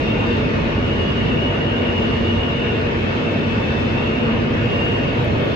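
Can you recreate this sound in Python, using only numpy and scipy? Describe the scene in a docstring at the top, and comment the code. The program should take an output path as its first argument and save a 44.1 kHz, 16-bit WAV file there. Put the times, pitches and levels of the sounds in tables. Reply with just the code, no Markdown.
"""Inside a subway car running at steady speed through a tunnel.
Rolling: shaped noise through body and steel resonances, with swelling lows and flickering treble.
Rail ripples make three wheels sing: wavering harmonics smeared by tunnel echoes. A low hum swells; the drive
holds steady tones. A flange rubs now and then as wavering wheel modes, and squeals thinly near the end,
where one small tick, a decaying noise burst, falls."""
import sys
import numpy as np
from scipy import signal
from scipy.fft import rfft, irfft
from scipy.io import wavfile
from scipy.ndimage import uniform_filter1d, map_coordinates

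SR = 44100
rng = np.random.default_rng(int(sys.argv[2]) if len(sys.argv) > 2 else 0)


def dump(signal):
    """Clip the signal to [-1, 1] and save it as 16-bit WAV at the path in sys.argv[1]."""
    limited = np.clip(np.atleast_2d(signal).T, -1, 1)
    pcm = np.round(limited * 32767).astype(np.int16)
    wavfile.write(sys.argv[1], SR, pcm)


N = 244868
TIME_S = np.arange(N) / SR
FREQ_HZ = np.arange(N // 2 + 1) * SR / N

# rolling noise shape before resonances: [f/Hz, relative level/dB]
ROLLING_SHAPE = [(20, -22), (35, -9.5), (60, -6.5), (110, 0.5), (250, -4.5), (500, -11), (750, -12),
                 (1300, -19), (2000, -21.5), (2800, -17), (4000, -30), (6500, -46), (9000, -62.5),
                 (14000, -70)]
# car body and cabin resonances: [f/Hz, width/Hz, lift/dB]
BODY_MODES = [(58, 20, 9), (78.6, 13, -2.5), (92.7, 14, 7.5), (145, 15, 4), (208.4, 12, 5), (226, 28, 7.5),
              (252.3, 15.6, 9.5), (288, 41, 1.5), (336.5, 15, 5.5), (407.6, 5.1, 4), (440, 29, 4.5),
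              (479.3, 30, 8), (572.7, 24, 6), (658, 18, 3)]
# wheel and rail resonances: [f/Hz, width/Hz, lift/dB]
STEEL_MODES = [(916.4, 28, 6.5), (1190, 220, 3.5), (1460, 28, 7.5), (1800, 414, 6.5), (2213, 17, 7.5),
               (3050, 160, 1.5), (3560, 200, 1), (4650, 200, 1), (5610, 420, 4)]
# base levels of the low noise bands: [deep thudding, floor rumble, cabin boom, panel roar], level/dB before trim
LOW_LEVELS = (-34, -26, -28, -24.5)
# chance swells and dips of the low noise bands:
# [start t/s, length/s, lift/dB of thudding, of rumble, of boom, of roar]
LOW_SWELLS = [(-.1, 0.33, 3, 2, 3, 0.5), (0.257, 0.61, 3.5, 0.9, 2.5, 0.5), (0.878, 0.64, 4, 1.4, 2, 0),
              (1.62, 0.35, 1, -1, 0.5, -0.5), (2.08, 0.35, 6, 1, 0.5, -0.5), (3.185, 0.25, -7, 0.5, 1, 0.7),
              (4.5, 0.2, -0.5, 4, -1, -0.5), (5.176, .22, 2, 4, -1.5, -0.5),
              (5.404, 0.12, -4, 0.5, -2, 2.3)]
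# hiss of fine roughness, only its deviation from the mean counts: [t/s, level/dB]
HISS_COURSE = [(0.0, -48), (0.11, -48.5), (0.4, -47.5), (0.86, -49.5), (1.1, -48), (1.82, -51), (1.98, -48),
               (2.92, -50), (3.04, -48), (4.0, -49), (4.48, -50), (4.51, -49), (5.46, -49.5), (5.55, -49.5)]
# ripple under the wheels: [t/s, ripple rate f/Hz, singing level/dB, rate unevenness/Hz]
RIPPLE_COURSE = [(0, 927, -33.5, 10), (.1, 925, -31, 12), (.36, 909, -32.5, 20), (.5, 862, -36.5, 23),
                 (.66, 848, -39, 16), (.74, 950, -38, 16), (.92, 954, -32, 11), (1.11, 955, -30, 17),
                 (1.25, 934, -31.5, 26), (1.42, 952, -28, 22), (1.6, 938, -31, 22), (2.03, 947, -28.5, 22),
                 (2.2, 940, -30.5, 23), (2.35, 950, -30, 21), (2.55, 941, -29.5, 23), (2.72, 921, -30, 18),
                 (2.98, 908, -41, 20), (3.3, 902, -35.5, 9), (3.55, 877, -36, 9), (3.77, 884, -31.5, 5),
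                 (3.87, 880, -38, 8), (4.0, 922, -31.5, 13), (4.23, 934, -31.5, 15), (4.45, 920, -45, 20),
                 (4.6, 932, -37, 13), (4.7, 934, -30.5, 9), (4.83, 934, -26.5, 7), (4.96, 935, -28, 7),
                 (5.12, 932, -35.5, 11), (5.24, 865, -45, 16), (5.55, 866, -52, 14)]
# wheel radiation of the ripple's harmonics: [f/Hz, relative level/dB]
WHEEL_RADIATION = [(900, -19), (1850, -18), (2400, -6), (2550, -2), (2680, -0.5), (2800, 0), (2920, 0),
                   (3010, -6), (3450, -15), (3540, -9), (3590, -11.5), (3645, -11), (3740, -19),
                   (3850, -28), (4420, -18), (4680, -34), (5320, -23), (5600, -29), (6500, -39),
                   (8400, -39), (10300, -51)]
# running gear hum: [t/s, f/Hz, level/dB before flutter]
HUM_COURSE = [(0, 231, -36.5), (.3, 230, -27.5), (.7, 229, -42), (1.25, 231, -26), (1.6, 230, -38.5),
              (2.1, 229.5, -26.5), (2.55, 229, -41), (3.2, 229, -33.5), (3.7, 227.5, -30.5), (4, 227, -33),
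              (4.25, 228, -24.5), (4.55, 228, -30.5), (4.9, 229, -43), (5.55, 229, -41)]
# traction drive tones: [f/Hz, level/dB, waver/Hz]
DRIVE_TONES = [(114, -37.5, 1), (354, -41, .5), (400, -39.5, 1.5), (1460, -51, 14), (2159, -47.5, 2),
               (2228, -46, 2.5), (4042, -64, 3)]
# wheel modes rung by the flange: [start t/s, length/s, f/Hz, waver/Hz, level/dB before contact envelope]
FLANGE_MODES = [(-.1, .9, 2500, 50, -40), (-.1, .6, 3650, 50, -49), (2.48, .25, 3645, 25, -48),
                (2.55, 3.1, 2530, 13, -42.5), (2.6, 3.05, 2590, 26, -42), (5.1, .2, 13270, 60, -58),
                (5.34, .3, 13260, 60, -58), (5.34, .3, 3115, 35, -42), (5.36, .3, 3535, 32, -42.5),
                (5.28, .3, 7450, 70, -74), (5.12, .5, 9600, 220, -76)]
# likeness of left and right, clipped to +-0.99 in use: [f/Hz, correlation]
SIDE_LIKENESS = [(60, 0.99), (130, 0.95), (250, 0.8), (400, 0.37), (550, 0.24), (1050, -0.21),
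                 (1900, -0.29), (2500, 0.24), (3200, -0.41), (4300, 0.37), (5800, -0.33), (7300, 0.81),
                 (9000, -1.46), (11000, -0.024), (13300, -0.97)]
# side balance: [f/Hz, left minus right level/dB]
SIDE_BALANCE = [(60, -2), (140, -1), (250, 0), (480, 1.5), (700, -1.5), (1500, 0.5), (2700, 2.5), (3400, 2),
                (4300, -0.8), (6300, -3), (9000, 0.5)]


def rolling(body_trim_db=0.52, steel_trim_db=0.14, grind_spread_db=-0.09, hiss_from_hz=3700):
    """Rail roughness drives body and steel resonances; the low bands swell and dip by chance."""
    lift_db = sum(db / (1 + (2 * (FREQ_HZ - hz) / width_hz) ** 2)
                  for hz, width_hz, db in [*BODY_MODES, *STEEL_MODES])
    subsonic_cut = FREQ_HZ ** 2 / (FREQ_HZ ** 2 + 12 ** 2)
    spectra = noise() * undb(along(ROLLING_SHAPE, FREQ_HZ) + lift_db) * subsonic_cut
    roll = level(cabin(spectra), -18)
    edges = [below(roll, hz) for hz in (82, 180, 290, 750, hiss_from_hz)]
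    thud, rumble, boom, roar, grind, hiss = np.diff([0 * roll, *edges, roll], axis=0)
    body = sum(swell(band, db) for band, db in zip((thud, rumble, boom, roar), low_levels()))
    # patches of fine roughness move the treble apart from the rumble
    hiss_db, = curve(HISS_COURSE)
    grind = grind * undb(grind_spread_db * walk(9.7))
    hiss = hiss * undb(hiss_db - hiss_db.mean() + 0.36 * walk(15))
    return undb(body_trim_db) * drift(body) + undb(steel_trim_db) * flicker(grind + hiss)


def low_levels(sway_db=0.77, sway_rate_hz=6, edge_s=0.033):
    """Level curves of thudding, rumble, boom, roar: base level, slight sway, chance swells and dips."""
    lifts_db = sum(np.outer(lifts, presence(start_s, length_s, edge_s))
                   for start_s, length_s, *lifts in LOW_SWELLS)
    return [db + lift_db + sway_db * walk(sway_rate_hz) for db, lift_db in zip(LOW_LEVELS, lifts_db)]


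def presence(start_s, length_s, edge_s):
    """How far a swell or dip is present, 0-1: ease on, hold, ease off."""
    ease_on = 1 + np.tanh(2 * (TIME_S - start_s) / edge_s)
    ease_off = 1 + np.tanh(2 * (start_s + length_s - TIME_S) / edge_s)
    return ease_on * ease_off / 4


def drift(x, rate_spread=0.01195, drift_rate_hz=4):
    """Body flexing makes its resonances wander in pitch: x is read at a slightly varying rate."""
    place = np.arange(N) + np.cumsum(rate_spread * walk(drift_rate_hz))
    return np.array([map_coordinates(side, [place], order=1, mode="mirror") for side in x])


def flicker(x, spread_db=1.57, rate_hz=18, band_hz=260):
    """Patchy fine roughness: narrow bands of the steel's noise each swell and fade on their own."""
    hz, s, bands = signal.stft(x, SR, nperseg=1024)
    patches = rng.standard_normal((128, 512))
    grid = np.meshgrid(hz / band_hz, s * rate_hz, indexing="ij")
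    chance = map_coordinates(patches, grid, order=2, mode="wrap")
    gain = level(undb(spread_db * chance), 0)
    return signal.istft(bands * gain, SR)[1][:, :N]


def singing(wander_rate_hz=42, fade_rate_hz=24, fade_db=3, wheels=3):
    """Each wheel buzzes at its ripple rate; the third harmonic meets the wheel's main resonance."""
    ripple_hz, db, uneven_hz = curve(RIPPLE_COURSE)
    harmonics = np.arange(11) + 1
    # uneven ripples weaken the upper harmonics
    blur_db = .25 * np.outer(harmonics > 4, uneven_hz - uneven_hz.min())
    pair = 0
    for wheel in range(wheels):
        rate_hz = ripple_hz + uneven_hz * walk(wander_rate_hz)
        turn = np.exp(2j * np.pi * np.cumsum(rate_hz) / SR)
        # harmonics swell and fade as they wander across the resonances
        weights = undb(along(WHEEL_RADIATION, np.outer(harmonics, rate_hz)) - blur_db)
        partial, buzz = 1, 0
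        for weight in weights:
            partial = partial * turn
            buzz = buzz + weight * partial.real
        # shifting contact load fades each wheel in and out
        pair = pair + tunnel(buzz * undb(fade_db * walk(fade_rate_hz)))
    return swell(cabin(rfft(pair)), db)


def tunnel(x, t60_s=0.27):
    """Dense echoes between car and tunnel wall smear a tone, differently for each side."""
    age_s = TIME_S[:SR // 4]
    echoes = rng.standard_normal((2, len(age_s))) * np.exp(-np.log(1000) * age_s / t60_s)
    return signal.fftconvolve(x[None], echoes, axes=1)[:, :N]


def hum(waver_hz=2.2, flutter_db=2.5):
    """The running gear hums: a wavering sine, swelling and sinking, its phase wandering between channels."""
    hz, db = curve(HUM_COURSE)
    phase = 2 * np.pi * np.cumsum(hz + waver_hz * walk(10)) / SR
    gain = undb(db + flutter_db * walk(5.1))
    return gain * np.array([np.sin(phase), np.cos(phase + walk(3))]) * np.sqrt(2)


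def drive(fade_rate_hz=14, reflected_gain=1.0):
    """The traction drive whines steadily; reflections off the passing walls make each tone flicker."""
    out = 0
    for hz, db, waver_hz in DRIVE_TONES:
        turn = np.exp(2j * np.pi * np.cumsum(hz + waver_hz * walk(5)) / SR)
        direct = np.exp(2j * np.pi * rng.random((2, 1)))
        reflected = np.array([walk(fade_rate_hz) + 1j * walk(fade_rate_hz) for side in range(2)])
        tone = turn * (direct + reflected_gain * reflected)
        out = out + level(tone.real, db)
    return out


def flange(edge_s=0.06, slip_rate_hz=80):
    """A rubbing flange keeps single wheel modes ringing; quick slips make them waver and chatter."""
    out = 0
    for start_s, length_s, hz, waver_hz, db in FLANGE_MODES:
        ring = np.array([np.sin(2 * np.pi * np.cumsum(hz + waver_hz * walk(slip_rate_hz)) / SR)
                         for side in range(2)])
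        chatter = undb(2 * walk(33))
        to_edge_s = np.minimum(TIME_S - start_s, start_s + length_s - TIME_S)
        contact = np.clip(to_edge_s / edge_s, 0, 1)
        out = out + level(ring * chatter, db) * contact
    return out


def tick(start_s=5.246, decay_s=.004, hz=10500, width_hz=3000):
    """One tiny bright tick: band noise, sudden onset, exponential decay."""
    age_s = np.maximum(TIME_S - start_s, 0)
    # -48 dB before the decay
    crack = level(irfft(noise() / (1 + ((FREQ_HZ - hz) / width_hz) ** 4), N), -48)
    return crack * (age_s > 0) * np.exp(-age_s / decay_s)


def cabin(pair):
    """Two unrelated spectra become left and right, with likeness and balance set by frequency."""
    alike = np.clip(along(SIDE_LIKENESS, FREQ_HZ), -.99, .99)
    mid = pair[0] * np.sqrt(1 + alike)
    side = pair[1] * np.sqrt(1 - alike)
    lean = undb(along(SIDE_BALANCE, FREQ_HZ) / 2)
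    return irfft(np.array([(mid + side) * lean, (mid - side) / lean]) / np.sqrt(2), N)


def swell(x, db):
    """Impose the slow swells of a level curve; quick flutter stays."""
    span = int(.14 * SR)
    power = uniform_filter1d(np.mean(x ** 2, axis=0), span)
    return x * undb(db) / np.sqrt(uniform_filter1d(power, span // 2))


def below(x, hz):
    """Steep low-pass without phase shift."""
    return irfft(rfft(x) / (1 + (FREQ_HZ / hz) ** 16), N)


def noise():
    """Spectra of two unrelated white noises."""
    return rfft(rng.standard_normal((2, N)))


def walk(rate_hz):
    """Smooth chance changing about rate_hz times a second; rms 1."""
    knots = rng.standard_normal(4096)
    coarse_s = TIME_S[::32]
    smooth = map_coordinates(knots, [coarse_s * rate_hz], order=2, mode="wrap")
    return level(np.interp(TIME_S, coarse_s, smooth), 0)


def curve(rows):
    """Join (t/s, value, ..) rows by straight lines; one control per column."""
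    at_s, *columns = np.transpose(rows)
    return [np.interp(TIME_S, at_s, column) for column in columns]


def along(points, hz):
    """Read (f/Hz, value) points on a log-frequency axis."""
    at_hz, value = np.transpose(points)
    return np.interp(np.log(np.maximum(hz, 1)), np.log(at_hz), value)


def level(x, db):
    """Scale a signal to an rms level."""
    return x * undb(db) / np.sqrt(np.mean(x ** 2))


def undb(db):
    """Decibels to gain."""
    return 10 ** (np.asarray(db) / 20)


def scene():
    """All sources, heard in the cabin."""
    return rolling() + singing() + cabin(rfft(hum() + drive() + flange() + tick()))


def record(dry):
    """Steep elliptic low-pass at 14.5 kHz."""
    return signal.sosfilt(signal.ellip(8, .2, 70, 14500, fs=SR, output="sos"), dry)


dry = scene()
out = record(dry)
dump(out)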